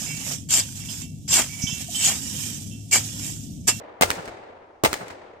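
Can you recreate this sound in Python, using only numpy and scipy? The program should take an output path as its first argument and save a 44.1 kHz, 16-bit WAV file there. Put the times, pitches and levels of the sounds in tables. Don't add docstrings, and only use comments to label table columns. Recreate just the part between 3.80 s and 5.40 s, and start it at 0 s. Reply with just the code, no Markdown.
import sys
import numpy as np
from scipy import signal
from scipy.fft import rfft, irfft, next_fast_len
from scipy.io import wavfile
from scipy.ndimage import uniform_filter1d, map_coordinates

SR = 44100
rng = np.random.default_rng(int(sys.argv[2]) if len(sys.argv) > 2 else 0)


def persist_wave(psi):
    counts = np.round(np.clip(psi, -1, 1) * 32767).astype(np.int16)
    wavfile.write(sys.argv[1], SR, np.atleast_2d(counts).T)


N = 70560
T = np.arange(int(2.4 * SR)) / SR

# [t/s, level/dB, extra low gas push/dB]
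SHOT_TIMES = [(-.5, 4, 0), (.2102, -0.73, 1), (1.0366, -2.5, 4.5)]

GROUND_S, WALL_S, RIBS_S, CORNER_S = 0.003, 0.0085, 0.0142, 0.0236
BERM_S, BANK_S, TREE_S, EDGE_S = 0.0933, 0.1031, 0.2455, 0.266

PUSH_DB, PUSH_S, PUSH_LOW_HZ, PUSH_HIGH_HZ = -1, 0.00051, 150, 700
PUSH_PAN_DB = -9
GROUND_BOUNCE_DB = -3
# [delay t/s, peak level/dB, low edge f/Hz, high edge f/Hz, right-ear lag/ms]
PRESSURE_FRONTS = [(-0.5, -6.5, 251.5, 2502, .1), (GROUND_S, -7, 220, 1800, -0.059),
                   (RIBS_S, -1.6, 1240, 2800, -.2), (CORNER_S, -0.52, 480, 1100, 0.46),
                   (BERM_S, -11.5, 1260, 1670, -.2), (BERM_S, -13.5, 3330, 4530, -0.25),
                   (BERM_S, -20.5, 55, 490, 0.091)]
# [f/Hz, level/dB per octave]
CRACK_SPECTRUM = [(40, -42), (170, -18.5), (350, -14.5), (700, -18), (1400, -20), (2700, -25.5),
                  (5500, -20), (9000, -20), (11000, -21.5), (15000, -20.5)]
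CRACK_RISE_S, CRACK_HOLD_S, CRACK_T60 = 0.00019, 0.0021, 0.05
# [f/Hz, level/dB per octave]
GROUND_SPECTRUM = [(30, -54), (80, -30.5), (130, -46), (300, -46.5), (1000, -74), (8000, -100)]
GROUND_RISE_S, GROUND_HOLD_S, GROUND_T60 = 0.026, 0.022, 0.25

# [f/Hz, left-right correlation]
NEAR_LIKENESS = [(120, 0.97), (350, 0.3), (1000, -0.41), (2200, -0.03), (8000, -0.055)]
CRACKLE_DB, CRACKLE_PER_S = 2, 740

# [f/Hz, level/dB per octave]
WALL_SPECTRUM = [(40, -46.5), (170, -36.5), (350, -23), (700, -19.5), (1400, -25), (2700, -18), (5500, -21),
                 (8500, -18), (11000, -30), (15000, -21.5)]
WALL_RISE_S, WALL_HOLD_S, WALL_T60 = 0.0034, 0.0067, 0.087
WALL_PAN_DB = 1.5
# [f/Hz, level/dB, decay t60/s]
RIB_TONES = [(487.8, -20.5, 0.14), (684, -16.5, 0.056), (880, -17.5, 0.094), (1190, -21, 0.091),
             (1368, -26.5, 0.19), (2122, -16, 0.074), (2510, -31.5, .06), (2941, -32.5, 0.056)]
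RIB_WIDTH_HZ, RIB_LAG_S = 35, 0.0003

# [f/Hz, level/dB per octave]
SLAP_SPECTRUM = [(40, -59), (85, -41.5), (160, -49), (350, -31.5), (700, -29), (1400, -24), (2100, -20.5),
                 (2700, -26.5), (3800, -25.5), (6000, -24.5), (8500, -24.5), (11000, -32.5), (15000, -30)]
# [delay t/s, level/dB, decay t60/s, treble tilt/dB per octave]
ECHO_PATHS = [(CORNER_S, -1.5, 0.021, -0.59), (BERM_S, 7, .012, 1), (BERM_S, -11, 0.25, 0),
              (BANK_S, 2, 0.02, 0), (TREE_S, -18.5, .04, 0.33), (EDGE_S, -15, 0.11, -3.42)]
ECHO_RISE_S = 0.00041
# [f/Hz, level/dB per octave]
BOOM_SPECTRUM = [(40, -74), (100, -47), (180, -35.5), (300, -49.5), (600, -38.5), (1500, -36.5),
                 (5000, -57), (15000, -75)]
BOOM_DELAY_S, BOOM_RISE_S, BOOM_HOLD_S, BOOM_T60 = 0.165, 0.0084, 0.004, 0.2

# [f/Hz, level/dB per octave, decay t60/s]
WOODS_BANDS = [(39.4, -65.5, 0.57), (80, -46, 2.2), (158, -51.5, 1.63), (330, -39, 2.36),
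               (520, -33.5, 2.13), (794, -35.5, 2.64), (1200, -41.5, 2.56), (2150, -38, 1.65),
               (3200, -43, 1.443), (5200, -37, 0.82), (8860, -33.5, 0.63), (10500, -41, 0.45),
               (15000, -38, 0.49)]
WOODS_RISE_S, WOODS_FLUTTER_DB, WOODS_FLUTTER_PER_S = 0.028, 1.42, 140
WOODS_PAN_DB = 1.33
# [f/Hz, left-right correlation]
WOODS_LIKENESS = [(80, 1), (300, 0.74), (700, 0.045), (1500, 0), (8000, 0.14)]
# [f/Hz, level/dB per octave]
AIR_SPECTRUM = [(30, -79), (100, -87), (500, -62.5), (2000, -75.5), (6000, -78.5), (15000, -100)]

CEILING, TOP_HZ, TOP_EDGE_HZ = 0.85, 16050, 110


def muzzle(push_db):
    out = np.zeros((2, SR))
    t = T[:SR // 10]
    u = t / PUSH_S
    pressure = (1 - u) * np.exp(-u)
    pressure = band(pressure, PUSH_LOW_HZ, PUSH_HIGH_HZ)
    push = -amp(PUSH_DB + push_db) * pan(PUSH_PAN_DB) * pressure
    add(out, push, 0)
    add(out, amp(GROUND_BOUNCE_DB) * push, GROUND_S)
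    add(out, burst(CRACK_SPECTRUM, CRACK_RISE_S, CRACK_HOLD_S, CRACK_T60), 0)
    add(out, burst(GROUND_SPECTRUM, GROUND_RISE_S, GROUND_HOLD_S, GROUND_T60), 0)
    click = 1. * (t == 0)
    for delay, db, low_hz, high_hz, lag_ms in PRESSURE_FRONTS:
        front = band(click, low_hz, high_hz)
        front = -amp(db) * front / abs(front).max()
        add(out, np.outer([1, 0], front), delay)
        add(out, np.outer([0, 1], front), delay + lag_ms / 1000)
    return out


def wall():
    out = burst(WALL_SPECTRUM, WALL_RISE_S, WALL_HOLD_S, WALL_T60)
    t = T[:out.shape[1]]
    ear_time = t - np.array([[0], [RIB_LAG_S]])
    rise = np.minimum(t / WALL_RISE_S, 1)
    for hz, db, t60 in RIB_TONES:
        steps = rng.standard_normal(out.shape)
        drift = np.cumsum(steps, axis=1) * np.sqrt(2 * np.pi * RIB_WIDTH_HZ / SR)
        drift = uniform_filter1d(drift, size=100, axis=1)
        phase = 2 * np.pi * (hz * ear_time + rng.random()) + drift
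        out = out + amp(db) * np.sin(phase) * rise * fade(t - WALL_HOLD_S, t60)
    return out * pan(WALL_PAN_DB)


def berm():
    out = np.zeros((2, SR))
    for delay, db, t60, tilt_db in ECHO_PATHS:
        colour = [(hz, level + tilt_db * np.log2(hz / 2000)) for hz, level in SLAP_SPECTRUM]
        add(out, amp(db) * burst(colour, ECHO_RISE_S, 0, t60), delay)
    add(out, burst(BOOM_SPECTRUM, BOOM_RISE_S, BOOM_HOLD_S, BOOM_T60), BOOM_DELAY_S)
    return out


def woods():
    table = np.array(WOODS_BANDS)
    source = noise(table[:, :2], WOODS_LIKENESS, size=len(T))
    hz, t, spectra = signal.stft(source, SR, nperseg=1024)
    t60 = along(table[:, ::2], hz)[:, None]
    tail = signal.istft(spectra * fade(t, t60), SR, nperseg=1024)[1][:, :len(T)]
    knots = T * WOODS_FLUTTER_PER_S
    flutter = map_coordinates(rng.standard_normal(size=1000), [knots], mode='wrap')
    rise = np.minimum(T / WOODS_RISE_S, 1)
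    return tail * rise * amp(WOODS_FLUTTER_DB * flutter) * pan(WOODS_PAN_DB)


def air():
    return noise(AIR_SPECTRUM, WOODS_LIKENESS, size=N)


def burst(octaves, rise, hold, t60):
    t = T[:SR // 2]
    crackle = map_coordinates(rng.standard_normal(size=2000), [t * CRACKLE_PER_S], mode='wrap')
    envelope = np.minimum(t / rise, 1) * fade(t - rise - hold, t60)
    return noise(octaves, NEAR_LIKENESS, size=len(t), grain=amp(CRACKLE_DB * crackle)) * envelope


def noise(octaves, alike, size, grain=1):
    hz = np.fft.rfftfreq(size, 1 / SR)
    turn = np.arccos(np.clip(along(alike, hz), -1, 1)) / 2
    octave_share = np.sqrt(SR / 2 / np.log(2) / np.maximum(hz, 20))
    gain = amp(along(octaves, hz)) * octave_share
    white = rng.standard_normal((2, size)) * grain / np.sqrt(np.mean(np.square(grain)))
    mid, side = irfft(rfft(white) * gain * [np.cos(turn), np.sin(turn)], size)
    return np.array([mid + side, mid - side])


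def band(x, low_hz, high_hz):
    high_hz = np.clip(high_hz, low_hz + 20, SR / 2 - 20)
    sos = signal.butter(2, [low_hz, high_hz], 'band', fs=SR, output='sos')
    return signal.sosfilt(sos, x)


def fade(t, t60):
    return np.exp(-np.log(1000) * np.maximum(t, 0) / t60)


def amp(db):
    return 10 ** (np.asarray(db) / 20)


def along(points, hz):
    f, v = np.transpose(points)
    return np.interp(np.log(hz + 1), np.log(f + 1), v)


def pan(db):
    return amp(np.array([[db], [-db]]) / 2)


def add(out, x, s):
    i = int(round(s * SR))
    x, i = x[:, max(-i, 0):], max(i, 0)
    n = max(min(x.shape[1], out.shape[1] - i), 0)
    out[:, i:i + n] += x[:, :n]


def scene():
    out = air()
    for s, db, push_db in SHOT_TIMES:
        gain = amp(db)
        add(out, gain * muzzle(push_db), s)
        add(out, gain * wall(), s + WALL_S)
        add(out, gain * berm(), s)
        add(out, gain * woods(), s)
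    return out


def record(dry):
    clipped = dry / (1 + (dry / CEILING) ** 4) ** (1 / 4)
    m = next_fast_len(N + SR // 2)
    hz = np.fft.rfftfreq(m, 1 / SR)
    passed = (1 - np.tanh((hz - TOP_HZ) / TOP_EDGE_HZ / 2)) / 2
    return irfft(rfft(clipped, m) * passed, m)[:, :N]


dry = scene()
out = record(dry)
persist_wave(out)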